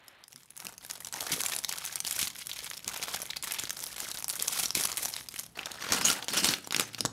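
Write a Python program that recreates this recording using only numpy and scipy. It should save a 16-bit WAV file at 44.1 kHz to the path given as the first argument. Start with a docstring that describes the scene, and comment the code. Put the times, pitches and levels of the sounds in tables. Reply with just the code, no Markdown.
"""A thin plastic bag is pulled open on a table, and small plastic bricks are shaken out of it.
Its creases buckle in sharp snaps over a fine crinkle of tiny ticks; the bag's wall adds a hollow body
and the shifting load dull bumps. Then a second, full bag is lifted close to the microphone, and its
bricks slide, clack and ring. Underneath lie low room noise, a short opening hiss and a hum that
swells at the end. The room is small and fairly dry."""
import sys
import numpy as np
from scipy import signal
from scipy.fft import rfft, irfft
from scipy.io import wavfile
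from scipy.ndimage import uniform_filter1d

SR = 44100
rng = np.random.default_rng(int(sys.argv[2]) if len(sys.argv) > 2 else 0)


def int16_out(signal):
    """Quantize to a 16-bit WAV file."""
    q = np.round(np.clip(np.atleast_2d(signal).T, -1, 1) * 32767)
    wavfile.write(sys.argv[1], SR, q.astype(np.int16))


N = 313992
TIME = np.arange(N) / SR
FULL_BAG_S = 5.55  # the full bag takes over here

# The room tone's fader. Each row: time in seconds, level in dB.
ROOM_TONE_FADER = [(0, -84), (.5, -70.5), (1.2, -61.5), (5.5, -61.5), (7.12, -65.5)]
# The low hum's fader. Each row: time in seconds, level in dB.
HUM_FADER = [(0, -86), (6.74, -62.5), (6.86, -57), (7.12, -48.5)]
# The first bag's loudest snaps, from creases buckling and bricks touching.
# Each row: start in seconds, level in dB, centre pitch in Hz.
FILM_SNAPS = [(.0817, -43, 6300), (.2393, -44.5, 4900), (.2807, -46.5, 9050), (.3294, -44, 6300),
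              (.36, -41.5, 6850), (.5764, -37, 9600), (.6019, -38.5, 5100), (.6479, -39, 10500),
              (.668, -32, 7540), (.78, -39.5, 6100), (.9109, -29, 7900), (1.0475, -33, 5800),
              (1.07, -36, 6950), (1.1258, -33, 7100), (1.14, -31, 5500), (1.2074, -28, 5840),
              (1.3192, -26, 5860), (1.4355, -27, 6500), (1.462, -24, 7700), (1.5639, -26, 8150),
              (1.5876, -29.5, 6000), (1.6386, -34, 6830), (1.6467, -24, 7095), (1.6922, -27.5, 7850),
              (1.7253, -28.5, 6100), (1.7853, -35, 5450), (1.852, -30, 9770), (1.8618, -30.5, 8150),
              (1.9571, -25.5, 7300), (2.0036, -25.5, 7840), (2.0493, -29.5, 5120), (2.0667, -32, 9100),
              (2.076, -29.5, 6740), (2.1104, -26, 9700), (2.1263, -29, 10300), (2.1626, -32.5, 6820),
              (2.191, -29, 8600), (2.2151, -28, 8810), (2.2287, -25, 6400), (2.4699, -31, 8434),
              (2.5146, -30.5, 3094), (2.59, -34.5, 5230), (2.7013, -33.5, 8020), (2.777, -38.5, 5380),
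              (2.845, -37, 5210), (2.8785, -27, 6580), (2.9357, -40, 4900), (3.0276, -29, 4010),
              (3.2182, -30.5, 7470), (3.3059, -30.5, 4495), (3.3335, -35, 2800), (3.3688, -29, 5990),
              (3.4258, -32.5, 6270), (3.4403, -32, 8500), (3.521, -26.5, 9700), (3.5971, -29, 5723),
              (3.654, -34, 4226), (3.695, -31, 6300), (3.706, -26.5, 6540), (3.8393, -29.5, 7107),
              (4.1151, -30, 5397), (4.1727, -33.5, 4494), (4.2247, -34, 7510), (4.2438, -27.5, 8080),
              (4.282, -28, 9770), (4.293, -29, 8004), (4.2997, -26, 7373), (4.3982, -29.5, 5044),
              (4.424, -22.5, 8880), (4.4814, -20.5, 5310), (4.6575, -24.5, 5407), (4.706, -25, 5494),
              (4.7518, -20.5, 6494), (4.8537, -22.5, 7780), (4.9172, -29, 5490), (4.972, -26, 6997),
              (5.0568, -25.5, 7396), (5.1385, -29.5, 5093), (5.1648, -30, 4885), (5.2867, -34, 7397),
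              (5.4637, -43, 6860)]
# One rustle per hand move: the first bag is picked up, torn open, shaken out and crumpled, then the
# full one is lifted. Taut film is bright; slack film lets the body sound. Each row: start in seconds,
# length in seconds, level in dB, growth over the move in dB, brightness in dB, body against crinkle in dB.
HAND_MOVES = [ (0.296, 0.16, -60, -2, -1.5, -10), (0.59, 0.12, -48.5, -3.5, 1, -3),
              (0.804, .26, -48.5, 3.5, 2, -7.5), (1.123, 0.18, -41.5, 6, 2, -3.5),
              (1.314, 0.27, -38.5, -7, 2, -9), (1.677, .28, -43, -1.5, -1.5, -9.5),
              (2.029, 0.21, -37.5, 12, 1.5, -16), (2.279, 0.085, -48, 0, -1.5, -20),
              (2.371, 0.044, -39, -1, 1.5, -17), (2.478, 0.29, -43.5, 0, -1.5, -13.5),
              (2.849, 0.31, -41.5, 3, -2, -5), (3.188, .13, -46, -12, -0.5, -6),
              (3.421, .23, -40.5, -1, -1, -9), (3.72, 0.25, -44, 1, 1, -9.5),
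              (3.972, .23, -41.5, -6, 1.5, -8), (4.289, .2, -41, 1, 2, -8), (4.504, 0.12, -32, 6, 2, -13),
              (4.746, 0.11, -32.5, -5, 2, -10.5), (4.88, 0.052, -40, -3, 1, -5),
              (4.966, .105, -34.5, 0, 3.5, -12), (5.118, .085, -42.5, -1, 1.5, -14),
              (5.305, 0.089, -43.5, 8, 2, -14.5), (5.548, 0.26, -48.5, -2.5, -6.5, -1.5),
              (5.8, .11, -39, 2, -9, -7.5), (5.912, .12, -34, -3, -3, -7.5), (6.039, 0.066, -29, 1, 1, -15),
              (6.125, .09, -43, -6, -6, 3), (6.285, 0.092, -34.5, 14, -1.5, -14.5),
              (6.423, 0.097, -32, -1, -0.5, -16), (6.711, .11, -43.5, 7, -4.5, -8),
              (6.851, 0.15, -52.5, 7, -4, -15)]
# Dull bumps as a bag's load shifts. Each row: start in seconds, level in dB, length in seconds.
LOAD_BUMPS = [(.335, -59.5, 0.052), (0.638, -53, 0.042), (1.324, -38.5, 0.025), (1.5, -55, .025),
              (2.85, -51, .04), (4.601, -53, .04), (4.772, -49, .02), (5.056, -52, 0.026),
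              (5.903, -38.5, 0.031), (5.974, -42.5, 0.14), (6.295, -45, 0.11), (6.42, -37, 0.044),
              (6.479, -38, 0.041), (6.755, -45, 0.065), (6.999, -39.5, 0.027), (7.044, -36, 0.026)]
# A whole fold collapses in one short crunch. Each row: start in seconds, level in dB.
FOLD_CRUNCHES = [(.497, -50.5), (0.551, -45), (.897, -40.5), (1.314, -27.5), (1.513, -28), (1.682, -35.5),
                 (2.182, -33), (3.02, -34), (3.132, -35), (3.36, -37), (3.507, -37), (3.587, -36),
                 (4.412, -35.5), (4.772, -29.5), (5.922, -26), (6.439, -28.5), (6.64, -46.5),
                 (6.983, -40.5)]
# Single bricks chatter as they slide.
# Each row: start in seconds, level in dB, length in seconds, pitch in Hz.
BRICK_CHATTERS = [(1.13, -48, .08, 950), (3.302, -35, 0.0073, 3804), (6.042, -24, .035, 6700),
                  (6.36, -45, .18, 2842), (6.436, -33.5, 0.065, 4430), (6.805, -37, 0.043, 6230)]
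# Bricks knock together in the full bag. Each row: start in seconds, level in dB, centre pitch in Hz.
BRICK_CLACKS = [(5.5915, -29.5, 2940), (5.6309, -37.5, 2870), (5.6582, -30.5, 4600), (5.717, -33.5, 5700),
                (5.9218, -19.5, 5300), (5.9467, -26.5, 4700), (6.101, -21, 4640), (6.1139, -24.5, 5800),
                (6.2254, -33, 3350), (6.244, -37, 7600), (6.2833, -26, 3584), (6.2905, -32, 4120),
                (6.375, -24, 4600), (6.3864, -29, 5480), (6.4443, -19.5, 4100), (6.4553, -23, 4490),
                (6.4883, -20, 4100), (6.5377, -23, 3640), (6.6731, -34.5, 6990), (6.708, -29, 3770),
                (6.7239, -26.5, 5060), (6.7457, -21, 3220), (6.7638, -22, 5135), (6.7969, -19, 5790),
                (6.8075, -24.5, 5850), (6.9466, -32, 4020), (7.0066, -22.5, 5300), (7.0512, -21, 5340),
                (7.0576, -24.5, 5100)]
# The bricks' ringing modes. Each row: pitch in Hz, relative level in dB, time to fall 60 dB in seconds.
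BRICK_RESONANCES = [(1394, 2, 0.02), (2940, 5.5, 0.014), (4450, 9.5, 0.0092), (5100, 7.5, 0.016),
                    (5770, 10.5, 0.0072), (6640, 6, 0.015), (8340, 3.5, 0.021)]
# EQ curves that give each layer its colour. Each row: frequency in Hz, gain in dB.
ROOM_TONE_EQ = [(20, -48), (55, 4.5), (90, -1.5), (150, 5.5), (330, -7.5), (2000, -18), (15000, -30)]
HISS_EQ = [(60, -16), (400, -12.5), (1900, -8.0), (4200, -16), (5500, -42)]
FILM_EQ = [(100, -3.5), (400, -5), (900, 2), (2000, 1.5), (3500, 1), (6500, 0), (8500, -3.5), (11500, 0),
           (15000, -6.5)]
BAG_WALL_EQ = [(25, -41), (60, -19), (170, -14.5), (450, -3.5), (900, 6.5), (1350, 0.5), (2200, -13),
               (4000, -20)]
BUMP_EQ = [(30, -36), (80, -11.5), (170, -3), (240, -2), (400, -13), (1500, -47)]
BRICK_EQ = [(80, -6.5), (250, 6), (1700, -1.5), (3000, -5), (6500, -6.5), (9000, -7), (12000, -7),
            (15000, -15.5)]
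# The room's reverb time. Each row: frequency in Hz, time to fall 60 dB in seconds.
REVERB_DECAY = [(150, 0.59), (15000, 0.2)]


def gain_of(db):
    """Decibels to a factor."""
    return 10 ** (np.asarray(db) / 20)


def unit_rms(x):
    """Scales to rms 1."""
    return x / np.sqrt(np.mean(x ** 2) + 1e-20)


def levelled(x, span_s):
    """Rides the gain to hold rms 1 over each span, keeping the finer grain."""
    size = max(int(span_s * SR), 8)
    power = abs(uniform_filter1d(uniform_filter1d(x ** 2, size), size))
    return x / np.sqrt(power + 1e-9 * np.mean(x ** 2))


def curve_at(curve, hz):
    """A curve's value at hz, on a log frequency axis."""
    points_hz, values = np.transpose(curve)
    return np.interp(np.log(hz + 1), np.log(points_hz + 1), values)


def fader(rows):
    """Fader points in dB to a gain for every sample."""
    return gain_of(np.interp(TIME, *np.transpose(rows)))


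def add(mix, s, sound):
    """Mixes a sound in at s seconds."""
    part = mix[max(round(s * SR), 0):][:len(sound)]
    part += sound[:len(part)]


def coloured_noise(eq):
    """White noise through an EQ curve."""
    return irfft(rfft(rng.standard_normal(N)) * gain_of(curve_at(eq, np.fft.rfftfreq(N, 1 / SR))), N)


def swell(length_s):
    """An envelope with a quick rise and a rounded fall."""
    u = np.arange(SR // 2) / SR / length_s
    return (1 - np.exp(-10 * u)) * np.exp(-u ** 2)


def grains(per_s, spread_db):
    """A random train of many small and a few large impulses; rate and spread may vary over time."""
    train = np.zeros(len(per_s))
    at = np.flatnonzero(rng.random(len(per_s), dtype=np.float32) < per_s / SR)
    size_db = np.broadcast_to(spread_db, train.shape)[at] * np.minimum(rng.exponential(1, len(at)), 4)
    train[at] = gain_of(size_db) * rng.choice([-1., 1.], len(at))
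    return train


def ringing(hz, t60, per_s, spread_db, size=N):
    """One resonance struck at random moments; rms 1."""
    t = np.arange(SR // 10) / SR
    ring = gain_of(-60 * t / t60) * np.sin(2 * np.pi * hz * t)
    strikes = grains(np.full(size, per_s), spread_db)
    return unit_rms(signal.oaconvolve(strikes, ring)[:size])


def room_tone(hum_hz=112.3):
    """A bed of low room noise, and a faint hum that swells near the end."""
    noise = fader(ROOM_TONE_FADER) * unit_rms(coloured_noise(ROOM_TONE_EQ))
    return noise + fader(HUM_FADER) * np.sin(2 * np.pi * hum_hz * TIME)


def soft_hiss():
    """A dull, faint hiss at the very start that fades out after a quarter second."""
    fade = np.interp(TIME, [.23, .27], [1, 0])
    return gain_of(-59.5) * fade * unit_rms(coloured_noise(HISS_EQ))


def patch_response(eq, centre_hz, focus_db, ripple_db, size=1024):
    """One small patch of plastic, tapped: its EQ, a hump at its own pitch, and chance resonances."""
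    hz = np.fft.rfftfreq(size, 1 / SR)
    hump = np.exp(-np.log2((hz + 1) / centre_hz) ** 2)
    ripple = unit_rms(uniform_filter1d(rng.standard_normal(len(hz)), size=14))
    spectrum_db = curve_at(eq, hz) + focus_db * hump + ripple_db * ripple
    # minimum phase keeps the attack at the very front
    cepstrum = irfft(np.log(gain_of(spectrum_db)))
    cepstrum[1:size // 2] *= 2
    cepstrum[size // 2 + 1:] = 0
    return irfft(np.exp(rfft(cepstrum)))


def jolts(crack_s, shiver_s, shiver_db, size=1024):
    """A quick scatter of jolts, and the weak shiver of the plastic after them."""
    t = np.arange(size) / SR
    crack = np.sqrt(t / crack_s) * np.exp(-t / crack_s)
    shiver = gain_of(shiver_db) * np.exp(-t / shiver_s)
    return rng.standard_normal(size) * (crack + shiver)


def click(patch, drive):
    """A patch driven by its jolts; rms 1 over the first 3 ms."""
    sound = signal.fftconvolve(patch, drive)
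    return sound / np.sqrt(np.mean(sound[:round(.003 * SR)] ** 2))


def hits(rows, eq, crack_s):
    """A crease buckles, or brick strikes brick, within a millisecond; a weaker rebound follows."""
    out = np.zeros(N)
    rebounds = rng.uniform([.001, -15], [.005, -5], (len(rows), 2))
    for (s, db, hz), (delay_s, rebound_db) in zip(rows, rebounds):
        # low hits come from hollow pieces and are more pitched than the film's own snaps
        focus_db = 9 + 11 * abs(np.log2(hz / 6500))
        patch = patch_response(eq, hz, focus_db, ripple_db=3)
        for start_s, hit_db in (s, db), (s + delay_s, db + rebound_db):
            drive = jolts(crack_s, shiver_s=.0025, shiver_db=-23)
            add(out, start_s, gain_of(hit_db) * click(patch, drive))
    return out


def film_snaps(level_db, strays_per_s=11):
    """The first bag's big snaps, plus stray creases giving way about 8 dB over the rustle."""
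    when, force, pitch = rng.random((200, 3))[:round(strays_per_s * FULL_BAG_S)].T
    start_s = when * FULL_BAG_S
    db = level_db[(start_s * SR).astype(int)] + 8 + 2 * (2 * force - 1)
    hz = 8200 * 2 ** (.46 * (2 * pitch - 1))
    return hits(FILM_SNAPS + list(zip(start_s, db, hz)), FILM_EQ, crack_s=.0004)


def handling(attack_s=.012, release_db_per_s=260, settle_db_per_s=73, slip_s=.04):
    """Hand moves and crunches as three control curves: level, brightness and body, in dB."""
    t = np.arange(SR) / SR
    crunch_s, crunch_bright_db, crunch_body_db = .024, -1, -10.5
    rustles = [(s, gain_of(db) * swell(crunch_s), crunch_bright_db, crunch_body_db)
               for s, db in FOLD_CRUNCHES]
    for s, length, db, growth_db, bright_db, body_db in HAND_MOVES:
        hold_db = db + growth_db * (np.minimum(t / length, 1) - .5)
        after_s = np.maximum(t - length, 0)
        # a fast release, then a quiet tail as the creases go on easing
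        release_db = np.maximum(-release_db_per_s * after_s, -18 - settle_db_per_s * after_s)
        envelope = np.minimum(t / attack_s, 1) * gain_of(hold_db + release_db)
        rustles.append((s, envelope, bright_db, body_db))
    power, bright, body = np.zeros((3, N))
    for s, envelope, bright_db, body_db in rustles:  # where they overlap, the louder sets the colour
        add(power, s, envelope ** 2)
        add(bright, s, bright_db * envelope ** 2)
        add(body, s, body_db * envelope ** 2)
    power += gain_of(-74) ** 2  # the film creeps faintly even when left alone
    # fingers slip and catch, so every rustle wavers
    waver_db = .69 * np.interp(TIME / slip_s, np.arange(N), rng.standard_normal(N))
    return 10 * np.log10(power) + waver_db, bright / power, body / power


def crackle(eq, per_s, spread_db, bright_db, patches=24):
    """Tiny ticks from many patches, each with its own pitch; returns their sound and their joint push."""
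    sound, push = np.zeros((2, len(per_s)))
    for hz in np.geomspace(2000, 13500, patches):
        train = grains(per_s / patches, spread_db)
        push += train
        at = np.flatnonzero(train)
        train[at] *= gain_of(1.24 * bright_db[at] * np.log2(hz / 6000))  # taut film favours the top end
        drive = jolts(crack_s=.00015, shiver_s=.002, shiver_db=-22)
        tick = click(patch_response(eq, hz, focus_db=14.5, ripple_db=3), drive)
        sound += signal.oaconvolve(train, tick)[:len(train)]
    return sound, push


def avalanches(per_s, length_s, depth):
    """One crease sets off its neighbours: a gain that jumps in short clumps."""
    u = np.arange(SR // 10) / SR / length_s
    triggers = abs(grains(np.full(N, per_s), spread_db=4))
    clumps = signal.oaconvolve(triggers, u * np.exp(-u))[:N]
    return 1 + depth * unit_rms(clumps)


def rustle(level_db, bright_db, body_db):
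    """Gentle handling gives separate ticks; hard handling packs them into a dense crinkle."""
    effort = np.clip((level_db + 50) / 20, 0, 1)
    per_s, spread_db = 1300 + 3700 * effort ** 2, 5 - 1.8 * effort
    cut = round(FULL_BAG_S * SR)
    film = crackle(FILM_EQ, per_s[:cut], spread_db[:cut], bright_db[:cut])
    # in the full bag, many bricks slide at once against the film
    sliding = crackle(BRICK_EQ, 2 * per_s[cut:], spread_db[cut:] - .5, bright_db[cut:] + 1.5)
    ticks, push = np.concatenate([film, sliding], axis=1)
    # every tick shakes the wall of the bag, and loose bricks add hollow knocks of their own pitch
    wall_response = patch_response(BAG_WALL_EQ, 990, focus_db=0, ripple_db=-2)
    wall = unit_rms(signal.oaconvolve(push / np.sqrt(per_s), wall_response)[:N])
    knock_hz = np.linspace(330, 2100, 13)
    knocks = unit_rms(sum(ringing(hz, t60=.018, per_s=9, spread_db=4.8) for hz in knock_hz))
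    clumps = avalanches(per_s=65, length_s=.003, depth=2.3 - 1.2 * effort)
    crinkle = levelled(clumps * ticks, span_s=.038)
    body = levelled(clumps * wall + 2 * knocks, span_s=.038)
    return gain_of(level_db + .04) * crinkle + gain_of(level_db + body_db) * body


def load_bumps():
    """The load slumps: a low push that builds quickly and dies away."""
    envelope = np.zeros(N)
    for s, db, length in LOAD_BUMPS:
        add(envelope, s, gain_of(db) * swell(length))
    return envelope * levelled(coloured_noise(BUMP_EQ), span_s=.0072)


def brick_chatter():
    """A loose brick skips along its neighbours and keeps ringing at one pitch."""
    out = np.zeros(N)
    for s, db, length, hz in BRICK_CHATTERS:
        skips = ringing(hz, t60=.0098, per_s=600, spread_db=4.3, size=SR // 2)
        add(out, s, gain_of(db) * swell(length) * skips)
    return out


def brick_ring(level_db):
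    """When the full bag is shaken hard its bricks ring, now one mode and now another."""
    cut = round(FULL_BAG_S * SR)
    ring = np.zeros(N)
    for hz, db, t60 in BRICK_RESONANCES:
        contact = abs(uniform_filter1d(rng.standard_normal(N - cut), size=1500))
        mode = ringing(hz, t60, per_s=350, spread_db=2, size=N - cut)
        ring[cut:] += gain_of(db) * unit_rms(contact * mode)
    damping_db = .38 * np.minimum(level_db + 27, 0)  # bricks at rest damp each other
    return ring * gain_of(level_db + damping_db - 15.5)


def brick_clacks():
    """Brick strikes brick in the full bag, with a slightly blunter attack than the film's snaps."""
    return hits(BRICK_CLACKS, BRICK_EQ, crack_s=.00055)


def room_reverb(x, reflections_per_s=4000, predelay_s=.003):
    """Sparse reflections of random sign, the treble dying first."""
    size = SR // 2
    taps = rng.choice([-1., 1.], size) * (rng.random(size) < reflections_per_s / SR)
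    taps *= np.arange(size) / SR > predelay_s
    hz, t, spectra = signal.stft(taps, SR, nperseg=256)
    decay = gain_of(-60 * t / curve_at(REVERB_DECAY, hz)[:, None])
    tail = signal.istft(spectra * decay, SR, nperseg=256)[1]
    return signal.oaconvolve(x, tail / np.linalg.norm(tail))[:N]


def scene():
    """The mono mix: film and bricks up close, a touch of reverb, and the quiet bed beneath."""
    level_db, bright_db, body_db = handling()
    close = rustle(level_db, bright_db, body_db) + brick_ring(level_db) + brick_chatter() + load_bumps()
    close += brick_clacks() + film_snaps(level_db)
    return (close + gain_of(-15) * room_reverb(close) + room_tone() + soft_hiss())[None]


def record(dry, low_cut_hz=45, high_cut_hz=15750):
    """The small microphone loses the deepest bass; the recorder's band limit trims the very top."""
    low_cut = signal.butter(4, low_cut_hz, "highpass", fs=SR, output="sos")
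    high_cut = signal.firwin(255, high_cut_hz, window=("kaiser", 9), fs=SR)
    return signal.oaconvolve(signal.sosfilt(low_cut, dry), high_cut[None], "same")


dry = scene()
out = record(dry)
int16_out(out)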